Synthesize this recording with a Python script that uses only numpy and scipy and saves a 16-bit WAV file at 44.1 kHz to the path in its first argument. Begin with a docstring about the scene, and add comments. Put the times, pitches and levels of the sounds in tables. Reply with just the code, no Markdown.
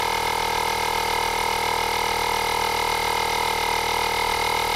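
"""Outdoors, in light wind: a small piston compressor pumps a tyre, heard dry at the microphone, no distance modelled.
A motor with an 11-tooth pinion turns a 53-tooth crank wheel. Each turn thumps the casing (filtered pulses), knocks
valve and gear parts at set crank angles (short decaying sines) and puffs air through the valves (gated noise).
The gears sing under load and the commutator whines (tones locked to the crank), hurrying and slowing within
each turn; broad noise makes the rattle, and part of its pattern returns every 11 turns."""
import sys
import numpy as np
from scipy.fft import rfft, irfft, next_fast_len
from scipy.io import wavfile
from scipy.ndimage import uniform_filter1d, map_coordinates

SR = 44100
rng = np.random.default_rng(int(sys.argv[2]) if len(sys.argv) > 2 else 0)


def unload_audio(sound):
    """Save the sound as a 16-bit wav file, at the path given as the first command line argument."""
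    columns = np.transpose(np.atleast_2d(sound))
    # keep every value between -1 and 1, then stretch to whole-number steps
    steps = np.round(np.clip(columns, -1, 1) * 32767)
    wavfile.write(sys.argv[1], SR, steps.astype(np.int16))


N = 209739

# Crank speed, sagging with the load and recovering: t/s, speed/(turns per s)
CRANK_SPEED = [(0, 39.782), (.399, 40.024), (.496, 39.796), (.935, 39.789), (1.189, 39.351), (1.24, 39.865),
               (1.325, 39.907), (2.41, 39.487), (2.49, 39.629), (3.216, 39.369), (3.366, 39.471),
               (3.676, 39.094), (3.945, 39.567), (4.005, 39.442), (4.243, 39.508), (4.348, 39.134),
               (4.445, 39.8), (4.756, 39.8)]
# Casing answer to one stroke: f/(multiple of the crank speed), rms level/dB
CASING_ORDERS = [(1, -45.5), (2, -46), (3, -46.5), (4, -62), (5, -46), (6, -61.5), (7, -53.5), (8, -50.5),
                 (9, -44.5), (10, -45.5), (11, -39.5), (12, -35.5), (13, -50.5), (14, -43.5), (15, -47.5),
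                 (16, -54.5), (17, -50.5), (18, -40), (19, -49.5), (20, -38.5), (21, -34.5), (22, -35),
                 (23, -32), (24, -34.5), (25, -40.5), (26, -54), (27, -49.5), (28, -54.5), (29, -52.5),
                 (30, -54), (31, -48.5), (32, -41.5), (33, -41.5), (34, -45.5), (35, -50.5), (36, -60),
                 (38, -100)]
# How late each part of the stroke's sound swells: f/Hz, lag/ms
CASING_LAG = [(40, -0.3), (330, 1.0), (400, 9.4), (500, 7.8), (600, 8), (655, -12), (695, 12), (735, -6),
              (760, 1.5), (860, 3.3), (880, 6.6), (1044, 9.8), (1145, -3.8), (1277, 5.8), (1400, 5.9)]
# Parts rung once a turn: crank angle/turns, f/Hz, mean peak level/dB, rise/ms,
# scale of phase scatter/cycles, sway with the gear beat/dB
KNOCKING_PARTS = [(.7, 900, -34, 4.5, .05, 0.2), (-.02, 3990, -37, 2, .1, 1),
                  (.275, 12900, -43, .35, .3, 0.2), (.355, 12900, -43, .35, .3, 0.2),
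                  (.345, 9670, -43, .6, .25, 0.2), (.08, 2150, -35, 2.5, .1, 4),
                  (.05, 2430, -33, 2.5, .08, 1.8), (.66, 2400, -42, 2, .1, 4), (.0, 1640, -37, 2.5, .1, 4),
                  (.14, 1640, -40, 3, .1, 5), (.72, 1630, -37.5, 3, .1, 2), (.92, 2950, -32.5, 3.3, .1, 4),
                  (.0, 2770, -41, 3, .1, 3), (-.04, 3480, -33, 2, .12, 3.5),
                  (-.01, 3780, -33, 1.8, .08, 1.8), (.76, 3740, -35, 2.5, .1, 1.5),
                  (.76, 3990, -33.5, 2.5, .08, .7), (.34, 3650, -38, 2, .1, 4), (.2, 4220, -37, 3, .1, 1),
                  (.72, 4250, -40, 2.5, .1, 2), (.52, 4690, -40, 3, .12, -4),
                  (.84, 4700, -36, 2.6, .12, 2.5), (.1, 4690, -43, 3, .15, 2), (.6, 5340, -41, 2.6, .15, 2),
                  (-.02, 5200, -38, 2, .15, 1.5), (.86, 4940, -36, 2.2, .15, 2.5),
                  (.73, 5860, -37, 2.2, .15, 2.5), (.73, 6040, -35, 2.4, .15, 2)]
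# As the pressure builds some parts ring harder, others softer: f/Hz, level slope/(dB per s)
PRESSURE_BUILD = [(1620, -2), (2100, 0.5), (2950, 0.2), (3500, -1.2), (3750, 1.7), (4200, 0), (4900, 0.5),
                  (6000, -0.5)]
# Valve hiss resonances: f/Hz, width/Hz, relative level/dB
VALVE_MODES = [(7300, 360, -7.5), (8610, 110, -2.5), (8960, 280, -12), (9700, 240, 0.5), (10400, 270, -4),
               (11600, 400, -5.5), (12600, 390, -6.5), (13020, 380, -4.5)]
# Puffs of valve hiss: crank angle/turns, width/turns, level/dB
VALVE_PUFFS = [(0.3, 0.19, -39), (.2, .012, -51), (0.26, .012, -46), (0.37, 0.0095, -40), (.8, .3, -53.5)]
# Spectrum shape of the rattle between the knocks: f/Hz, relative level/dB
RATTLE_SPECTRUM = [(20, -29), (100, -12), (250, -14.5), (500, -14), (900, -2), (1200, -5), (2100, -6.5),
                   (3700, -7), (5500, -9), (6200, -15), (10000, -21), (13500, -22.5), (14500, -21),
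                   (16000, -33)]
# Housing resonances that the rattle sings through: f/Hz, width/Hz, relative level/dB
HOUSING_MODES = [(1630, 40, -4), (2120, 140, -4), (2440, 60, -3), (2770, 40, -6), (2940, 90, -5),
                 (3480, 70, -4), (3600, 70, -5), (3780, 90, -3), (3990, 55, -3), (4220, 60, -5),
                 (4690, 60, -4), (4930, 60, -5), (5100, 80, -9), (5340, 120, -9), (6030, 150, -16)]
# Loaded stretches of the gear mesh: crank angle/turns, width/turns, peak level/dB
MESH_LOADS = [(0.86, 0.071, -22.5), (0.51, 0.11, -32)]

PINION_TEETH = 11
GEAR = 53 / PINION_TEETH  # motor turns per crank turn
BARS = 5  # commutator cycles per motor turn
MESH_ORDER = 54  # mesh cycles per crank turn
NOMINAL = 39.6  # typical crank speed, turns per s
TOP_HZ = 15725  # band limit


def amp(db):
    """Gain of a level in dB."""
    return 10 ** (np.asarray(db) / 20)


def unit(x):
    """Scaled to rms 1."""
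    return x / np.sqrt(np.mean(x ** 2))


def wobble(rate):
    """A smooth random curve with rate knots a second."""
    knots = rng.standard_normal(int(N * rate / SR) + 4)
    return map_coordinates(knots, [np.arange(N) * rate / SR])


def filtered(x, response):
    """x through a complex response of frequency in Hz."""
    m = next_fast_len(N + SR // 2)  # spare room for the tail
    spectrum = rfft(x, m) * response(np.fft.rfftfreq(m, 1 / SR))
    return irfft(spectrum, m)[:N]


def resonances(modes, f):
    """Complex response of a set of resonant modes, summed with alternating sign."""
    total = 0
    for k, (centre, width, db) in enumerate(modes):
        damping = 1j * f * width
        total = total + (-1) ** k * amp(db) * damping / (centre * centre - f * f + damping)
    return total


def crank():
    """Crank angle in turns at every sample: the running sum of the speed."""
    t, speed = np.transpose(CRANK_SPEED)
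    return np.cumsum(np.interp(np.arange(N) / SR, t, speed)) / SR


def power_in_turn(bumps, angle):
    """Power of Gaussian bumps that come round at set crank angles."""
    power = 0
    for turn, width, db in bumps:
        distance = (angle - turn + .5) % 1 - .5  # the shorter way round
        power = power + amp(db) ** 2 * np.exp(-(distance / width) ** 2 / 2)
    return power


def gear_beat(angle):
    """The pinion meets each stroke 2/11 of a turn further back, so gear sounds sway about 7 times a second."""
    return np.cos(2 * np.pi * (.07 + (GEAR - 5) * angle))


def breeze():
    """Light wind rumbles on the microphone: low noise, slowly unsteady."""
    low = unit(filtered(rng.standard_normal(N), lambda hz: hz / (1 + (hz / 50) ** 3.05)))
    return amp(-50.5 + 1.5 * wobble(4)) * low


def rattle(angle):
    """Broad gear noise that throbs with the crank; the part due to tooth shape returns with the teeth."""
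    hz, db = np.transpose(RATTLE_SPECTRUM)
    steps = 1100  # roughness points per crank turn
    cycle = PINION_TEETH * steps  # wheel and pinion meet alike again after 11 turns
    place = (angle * steps).astype(int)
    wheel = .3 * rng.standard_normal(steps)[place % steps]
    pairing = .42 * rng.standard_normal(cycle)[place % cycle]
    rough = wheel + pairing + 0.46 * rng.standard_normal(N)

    def housing(f):
        modes = resonances(HOUSING_MODES, f)
        return modes * np.abs(modes) ** 0.06  # peaks slightly sharpened
    broad = unit(filtered(rough, lambda f: amp(np.interp(np.log(f + 1), np.log(hz), db))))
    noise = amp(-2.0) * broad + amp(-9.0) * unit(filtered(rough, housing))
    top = np.cos(2 * np.pi * (angle - .05))  # loudest just after the top of the stroke
    level_db = -31.0 + 0.68 * top + 0.17 * (1.0 + top) * gear_beat(angle)
    return amp(level_db) * noise


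def hiss(angle):
    """Air puffs through the valves at set crank angles: resonant noise gated by the flow."""
    flow = power_in_turn(VALVE_PUFFS, angle)
    air = unit(filtered(rng.standard_normal(N), lambda f: resonances(VALVE_MODES, f) * (f > 6500)))
    return np.sqrt(flow) * amp(0.9 * wobble(24.53)) * air


def whine(angle):
    """Commutator tone: the shaft slows at the top of the stroke, and the tone sinks and fades with it."""
    hurry = -1.2 * np.sin(2 * np.pi * angle)  # radians
    load = 1 - .3 * np.cos(2 * np.pi * angle)
    tone = load * np.cos(2 * np.pi * (BARS * GEAR * angle - .06) + hurry)

    def shell(hz):
        peak = amp(4 * np.exp(-((hz - 995) / 25) ** 2))
        return peak / (1 + (hz / 1018) ** 60)  # steep fall above
    return amp(-34.5 + .5 * wobble(8)) * filtered(tone, shell)


def mesh(angle):
    """The gears sing near their tooth rate, loudest under compression, where the tone sinks as the crank slows."""
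    load = power_in_turn(MESH_LOADS, angle)
    # phase offsets in cycles
    lead = .2 * np.cos(2 * np.pi * (angle - .72)) + .05 * np.cos(4 * np.pi * (angle - .85))
    unsteady = .06 * wobble(5) + .035 * wobble(60)
    swell_db = 0.48 * gear_beat(angle) + 1.2 * wobble(70) + np.linspace(-.7, .7, N)
    tone = np.cos(2 * np.pi * (MESH_ORDER * angle + lead + unsteady))
    return np.sqrt(load) * amp(swell_db) * tone


def knocks(angle):
    """Each part swells and dies; its strength follows the gear beat, its phase wanders over a few turns."""
    out, pad = np.zeros(N + 2 * SR), SR // 2
    # crank angle carried back before the start, so that earlier knocks ring in
    run_in = np.interp(np.arange(-pad, N), [-pad, 0], [-pad * NOMINAL / SR, 0])
    track = run_in + np.pad(angle, (pad, 0))
    for turn, hz, db, rise_ms, scatter, sway_db in KNOCKING_PARTS:
        when = np.arange(-1, int(angle[-1]) + 1) + turn
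        chance = rng.standard_normal((len(when), 4))
        drift = unit(uniform_filter1d(chance[:, 3:], size=7, axis=0))  # over 7 turns

        at = np.interp(when, track, np.arange(len(track)), right=N + SR)  # beyond the end: cut off
        cell = np.ceil(at)[:, None] + np.arange(SR // 50)  # 20 ms of samples for each knock
        t = (cell - at[:, None]) / SR
        u = t * 1000 / rise_ms
        swell = (u * np.exp(1 - u)) ** 2  # peaks at 1 after the rise

        slope = np.interp(hz, *np.transpose(PRESSURE_BUILD))
        gained_db = slope * (when[:, None] - when.mean()) / NOMINAL
        sway = sway_db * gear_beat(when)[:, None]
        size = amp(db + gained_db + sway + 0.59 * chance[:, :1])

        pitch = hz * (1 + 0.0025 * chance[:, 1:2])
        phase = scatter * (0.46 * chance[:, 2:3] + 1.08 * drift)
        ring = np.sin(2 * np.pi * (pitch * t + phase))
        out += np.bincount(cell.astype(int).ravel(), (size * swell * ring).ravel(), len(out))
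    return out[pad:pad + N]


def strokes(angle):
    """One pulse a turn, a little uneven in time and strength, through the casing."""
    turns = np.arange(int(angle[-1]) + 1)
    chance = rng.standard_normal((len(turns), 2))
    at = np.interp(turns, angle, np.arange(N)) + 0.61 * chance[:, 0]  # samples
    # windowed sinc places each pulse between samples
    near = np.round(at)[:, None] + np.arange(-8, 9)
    offset = near - at[:, None]
    taps = np.sinc(offset) * np.cos(np.pi * offset / 18) * amp(.4 * chance[:, 1:])
    pulses = np.bincount(np.clip(near, 0, N - 1).astype(int).ravel(), taps.ravel(), N)
    order, db = np.transpose(CASING_ORDERS)
    lag_hz, ms = np.transpose(CASING_LAG)

    def casing(hz):
        lag = np.interp(hz, lag_hz, ms / 1000)
        phase = 2 * np.pi * np.cumsum(lag) * hz[1]  # lag summed over frequency; hz[1] is the bin step
        level = amp(np.interp(hz / NOMINAL, order, db)) * (hz > NOMINAL / 2)
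        return level * np.exp(-1j * phase)
    return filtered(pulses, casing) * SR / NOMINAL / np.sqrt(2)  # pulse train to rms per harmonic


def scene():
    """The whole machine in the breeze, growing slightly louder as the pressure builds."""
    angle = crank()
    machine = strokes(angle) + knocks(angle) + whine(angle) + mesh(angle) + hiss(angle) + rattle(angle)
    build = amp(np.linspace(-.3, .3, N))
    return (machine * build + breeze())[None]


def record(dry):
    """One microphone channel; nothing is kept above the band limit."""
    return filtered(dry[0], lambda hz: hz < TOP_HZ)[None]


dry = scene()
out = record(dry)
unload_audio(out)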